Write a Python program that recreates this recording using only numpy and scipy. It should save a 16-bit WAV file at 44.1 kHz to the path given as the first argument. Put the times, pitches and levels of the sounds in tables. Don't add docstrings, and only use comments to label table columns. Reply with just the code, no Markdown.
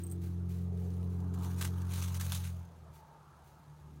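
import sys
import numpy as np
from scipy import signal
from scipy.fft import rfft, irfft, next_fast_len
from scipy.io import wavfile
from scipy.ndimage import map_coordinates

SR = 44100
rng = np.random.default_rng(int(sys.argv[2]) if len(sys.argv) > 2 else 0)


def to_wav(s):
    ch = np.atleast_2d(s).T
    pcm = np.round(np.clip(ch, -1, 1) * 32767)
    wavfile.write(sys.argv[1], SR, pcm.astype(np.int16))


N = 176400


def amp(db):
    return 10 ** (np.asarray(db) / 20)


def unit(x):
    return x / np.sqrt(np.mean(x ** 2) + 1e-20)


def clock():
    return np.arange(N) / SR


def curves(rows):
    times, *columns = np.transpose(rows)
    return [np.interp(clock(), times, column) for column in columns]


def wobble(rate):
    return map_coordinates(rng.standard_normal(N // 20), [clock() * rate + 2], mode="wrap")


def coloured(x, points):
    size = 2 * next_fast_len(N)
    hz, db = np.transpose(points)
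    gain = unit(amp(np.interp(np.log(np.fft.rfftfreq(size, 1 / SR) + 1), np.log(hz), db)))
    cepstrum = irfft(np.log(gain))
    cepstrum[1:size // 2] *= 2
    cepstrum[size // 2 + 1:] = 0
    return irfft(rfft(x, size) * np.exp(rfft(cepstrum)))[:N]


def noise(points):
    roll_off = (2 * points[-1][0], -100)
    return unit(coloured(rng.standard_normal(N), list(points) + [roll_off]))


def narrow(hz, width_hz):
    phase = 2 * np.pi * np.cumsum(hz * np.ones(N)) / SR
    return unit(wobble(2 * width_hz) * np.cos(phase) + wobble(2 * width_hz) * np.sin(phase))


def crackle(rate, spread_db):
    size = amp(spread_db * np.minimum(rng.standard_normal(N), 2)) * rng.choice([-1, 1], N)
    return unit(size * (rng.random(N) < rate / SR))


def patchy(x, depth_db, patch_hz, patch_s):
    hz, t, spectrum = signal.stft(x, SR, nperseg=512)
    grid = np.meshgrid(np.minimum(hz / patch_hz, 200), np.minimum(t / patch_s, 400), indexing="ij")
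    patches = map_coordinates(rng.standard_normal((201, 401)), grid)
    return signal.istft(spectrum * unit(amp(depth_db * patches)), SR, nperseg=512)[1][:N]


def engine():
    # (time [s], cycle rate [Hz])
    speed = [(0, 14.68), (1, 14.8), (2.2, 14.89), (2.42, 14.78), (2.65, 14.33), (2.85, 13.3), (3, 12.7),
             (3.5, 12.2), (4, 12.46)]
    # (time [s], level [dB])
    load = [(0, -42), (.3, -38), (1.1, -37), (2.05, -36), (2.42, -37.5), (2.58, -41), (2.72, -57),
            (2.9, -54.5), (3.081, -73), (3.6, -64.5), (3.8, -62), (3.86, -55), (4, -57)]
    # (time [s], level [dB])
    brightness = [(0, 1.5), (.8, 3.5), (1.498, 1.5), (2.199, -4), (2.55, -3), (2.75, 3), (2.9, -3),
                  (3.08, 18), (3.6, 4.5), (3.7, 16.5), (3.858, 6.5), (4, 12)]
    # (order [x cycle rate], level [dB], share of brightness [1])
    exhaust_lines = [(6, 0, 0), (9, -12, -0.085), (12, -8, 1)]
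    # (order [x cycle rate], level [dB])
    cylinder_lines = [(14, -5), (16, -7), (19, -5), (24, -6), (26, -7.5), (28, -9), (29, -4), (32, -11.5)]
    # (time [s], lower lines [dB], upper lines [dB])
    buzz_levels = [(0, -58.5, -66), (.42, -66, -65), (.7, -61.5, -57.5), (1.5, -59.5, -60),
                   (2.1, -66, -70.5), (2.6, -73, -77), (3.7, -95, -82), (3.93, -66, -73)]
    drone_orders = (18, 23)
    # (time [s], lower drone [dB], upper drone [dB])
    drone_levels = [(0, -79, -57.5), (.2, -71, -53), (.45, -75, -60.5), (.78, -71, -74), (1.2, -58.5, -67),
                    (1.7, -62, -61), (2.05, -62.5, -69), (2.4, -95, -82), (2.9, -92, -98)]
    # (frequency [Hz], level [dB])
    rumble_colour = [(20, -22), (45, -6), (70, 2.5), (110, 2), (150, 9), (210, -6.5), (280, -9.5),
                     (500, -13), (1000, -48)]
    (cycle_hz,), (load_db,), (bright_db,) = map(curves, (speed, load, brightness))
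    lower_db, upper_db = curves(buzz_levels)
    phase = 2 * np.pi * np.cumsum(cycle_hz) / SR + .004 * wobble(30)
    exhaust, buzz = np.zeros(N), np.zeros(N)
    for i, (order, db, share) in enumerate(exhaust_lines):
        colour_db = share * bright_db + .6 * wobble(18) if i else .25 * wobble(29.66)
        lag = 2 * np.pi * .013 * i
        exhaust += amp(db + colour_db) * np.cos(order * phase - lag)
    for order in range(10, 35):
        line_db = dict(cylinder_lines).get(order, -19) + (lower_db if order < 25 else upper_db)
        gain = amp(line_db + 2.5 * wobble(10))
        buzz += gain * np.cos(order * phase + 2 * np.pi * rng.random() + .3 * wobble(10))
    for order, drone_db in zip(drone_orders, curves(drone_levels)):
        buzz += amp(drone_db) * (np.cos(order * phase) + .35 * narrow(order * cycle_hz, width_hz=55))
    rasp = amp(upper_db - 2.5) * narrow(hz=415, width_hz=55)
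    rumble = amp(-53.5 + .31 * (load_db - load_db.max())) * noise(rumble_colour)
    return np.sqrt(2) * (amp(load_db) * exhaust + buzz) + rasp + rumble


def tyres():
    # (time [s], dull churn [dB], brighter whirr [dB])
    levels = [(0, -68, -70.5), (.45, -70.5, -69.5), (.72, -61, -73), (1.1, -65, -65.5), (1.45, -63, -58.5),
              (2.2, -73, -59), (2.7, -65.5, -69), (3.12, -68.5, -65), (3.5, -68.5, -64), (4, -76, -70.5)]
    # (frequency [Hz], level [dB])
    churn_colour = [(200, -8.5), (450, -3), (600, 0), (720, 0), (900, -7.5), (1300, -22), (2500, -31)]
    # (frequency [Hz], level [dB])
    whirr_colour = [(400, -28), (700, -7.5), (880, 3.5), (1020, -3), (1260, 0.5), (1450, -7.5),
                    (1650, -7.5), (2100, -37), (5000, -31)]
    churn_db, whirr_db = curves(levels)
    churn = amp(churn_db + .3 * wobble(12)) * noise(churn_colour)
    whirr = amp(whirr_db + .26 * wobble(16)) * noise(whirr_colour)
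    rolling = patchy(churn + whirr, depth_db=2.5, patch_hz=128.7, patch_s=.06)
    swell = np.exp(-((clock() - 3.1) / .14) ** 6)
    whine = amp(-65) * swell * narrow(hz=875, width_hz=55)
    return rolling + whine


def steps():
    # (time [s], level [dB], length [s])
    footfalls = [(-.02, -62.5, 0.11), (0.213, -61, 0.14), (0.486, -61.5, 0.18), (0.78, -69, 0.31),
                 (1.092, -74, 0.25), (2.926, -65, .11), (3.438, -69, 0.17)]
    # (frequency [Hz], level [dB])
    snow_colour = [(300, -9), (1500, 6.5), (4500, 3), (8500, 2), (15800, 3.5)]
    rise_s = .0054
    pressure = np.zeros(N)
    for start, db, length in footfalls:
        age = np.maximum(clock() - start, 0)
        pressure += amp(db) * (1 - np.exp(-age / rise_s)) * np.exp(-2 * (age / length) ** 2)
    grains = crackle(rate=6500, spread_db=4) * amp(1.5 * wobble(90))
    return coloured(pressure * grains, snow_colour)


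def leaves():
    # (time [s], level [dB])
    push = [(0, -73), (.7, -78), (.82, -70), (1.31, -74), (1.45, -58), (1.56, -61.5), (1.64, -51.5),
            (1.72, -66), (1.86, -64), (1.97, -50.5), (2.06, -51.5), (2.13, -57.5), (2.175, -50.5),
            (2.19, -62.5), (2.24, -51), (2.36, -50.5), (2.42, -56), (2.48, -57), (2.52, -66), (2.7, -78.5)]
    # (frequency [Hz], level [dB])
    leaf_colour = [(100, -49), (400, 1.5), (1200, -4), (2500, 0.5), (4000, 1), (5000, -3.5), (6600, 3),
                   (7600, -6), (9000, -1), (15800, -4)]
    push_db, = curves(push)
    grains = crackle(rate=6000, spread_db=5.5) * amp(2.2 * wobble(130))
    rustle = coloured(amp(push_db) * grains, leaf_colour)
    return patchy(rustle, depth_db=2.5, patch_hz=576, patch_s=.022)


def tag():
    # (time [s], ring [dB], scrape [dB])
    touches = [(0.0362, -37.5, -67), (0.066, -47, -55), (0.099, -51, -58), (0.113, -49, -48.5),
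               (0.12, -52, -51)]
    # (frequency [Hz], level [dB], time to fall 60 dB [s])
    modes = [(8320, 0, .033), (8530, -11, .05), (12350, -29, .07), (13200, -25, .05), (13900, -21, .07),
             (14700, -24, .08)]
    # (frequency [Hz], level [dB])
    scrape_colour = [(3000, -20), (6500, -15), (8600, 7), (10500, -10), (15000, -3)]
    rise_s, scrape_t60_s = .0005, .051
    rings, scrapes = np.zeros(N), np.zeros(N)
    age = np.arange(SR // 5) / SR
    for start, ring_db, scrape_db in touches:
        ring = np.zeros(len(age))
        for hz, db, t60 in modes:
            decay = amp(db + rng.normal(0, 1) - 60 * age / t60)
            ring += decay * np.sin(2 * np.pi * (hz * age + rng.random()))
        rings[round(start * SR):][:len(age)] += amp(ring_db) * ring * (1 - np.exp(-age / rise_s))
        scrapes[round(start * SR):][:len(age)] += amp(scrape_db - 60 * age / scrape_t60_s)
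    return rings + scrapes * noise(scrape_colour)


def stalks():
    # (time [s], level [dB], time to fall 20 dB [s], stem resonance [Hz])
    crunches = [(1.202, -60, .014, 6500), (1.338, -54, 0.026, 7000), (1.386, -58.5, .03, 7300),
                (1.431, -52.5, 0.037, 4140), (1.581, -51.5, 0.075, 6830), (1.6094, -38, 0.039, 1696),
                (1.645, -39.5, 0.025, 1816), (1.817, -48.5, 0.011, 6100), (1.934, -45, 0.031, 4330),
                (1.956, -48.5, 0.044, 4000), (1.984, -49.5, 0.056, 6500), (2.023, -48, 0.045, 2600),
                (2.035, -50.5, 0.033, 6360), (2.143, -45.5, 0.042, 6200), (2.197, -41.5, 0.023, 1480),
                (2.208, -41, 0.03, 1710), (2.324, -38, 0.021, 1210), (2.346, -38.5, 0.033, 3400),
                (2.439, -48.5, 0.078, 2530)]
    # (time [s], level [dB])
    snaps = [(0.5088, -50), (.7754, -51), (0.969, -49.5), (1.03, -48), (1.4112, -42), (1.4479, -35),
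             (1.478, -50), (1.5807, -43), (1.6255, -24), (1.6517, -23), (1.6759, -33), (1.7683, -50),
             (1.9126, -38.5), (1.9385, -30), (2.0383, -34), (2.0835, -34.5), (2.151, -36), (2.2118, -35),
             (2.2655, -30.5), (2.3212, -19)]
    rise_s, crack_s, ring_s, ring_hz, stem_width_hz = .0012, .0014, .0013, 3400, 600
    breaks, stems = np.zeros(N), np.zeros(N)
    splinters = crackle(rate=8000, spread_db=4)
    hollow = wobble(2 * stem_width_hz)
    for start, db, length, hz in crunches:
        age = np.maximum(clock() - start, 0)
        envelope = (1 - np.exp(-age / rise_s)) * amp(db - 20 * age / length)
        breaks += envelope * splinters
        stems += amp(-5.5) * envelope * hollow * np.sin(2 * np.pi * hz * age)
    age = np.arange(SR // 50) / SR
    for start, db in snaps:
        crack = amp(-10) * np.exp(-age / crack_s) * rng.uniform(-1.5, 1.5, len(age))
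        crack[0] = 1
        ring = np.exp(-age / ring_s) * np.sin(2 * np.pi * ring_hz * rng.uniform(.85, 1.15) * age)
        breaks[round(start * SR):][:len(age)] += amp(db) * crack
        stems[round(start * SR):][:len(age)] += amp(db - 11) * ring
    # (frequency [Hz], level [dB])
    stalk_colour = [(100, -34), (300, -31), (800, -2.5), (1400, 3), (2100, -2.5), (3000, 1), (5000, -1),
                    (6700, 0), (9000, 0.5), (10500, -1.5), (15800, -4.5)]
    return coloured(breaks, stalk_colour) + stems


def reed_scatter(x, t60_s=.13, level_db=-11):
    t = np.arange(SR // 3) / SR
    tail = rng.standard_normal(len(t)) * amp(-60 * t / t60_s)
    return x + amp(level_db) * signal.fftconvolve(x, tail / np.linalg.norm(tail))[:N]


def scene():
    # (frequency [Hz], level [dB])
    air_colour = [(1060, -29.5), (1800, 5.5), (2360, 2), (6000, -4), (11000, -8), (15500, -18)]
    near = reed_scatter(leaves() + stalks() + steps() + tag())
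    return (near + engine() + tyres() + amp(-76.5) * noise(air_colour))[None]


def record(dry):
    top_hz = 15900
    size = next_fast_len(N + SR // 2)
    passband = np.fft.rfftfreq(size, 1 / SR) < top_hz
    return irfft(rfft(dry, size) * passband, size)[..., :N]


dry = scene()
out = record(dry)
to_wav(out)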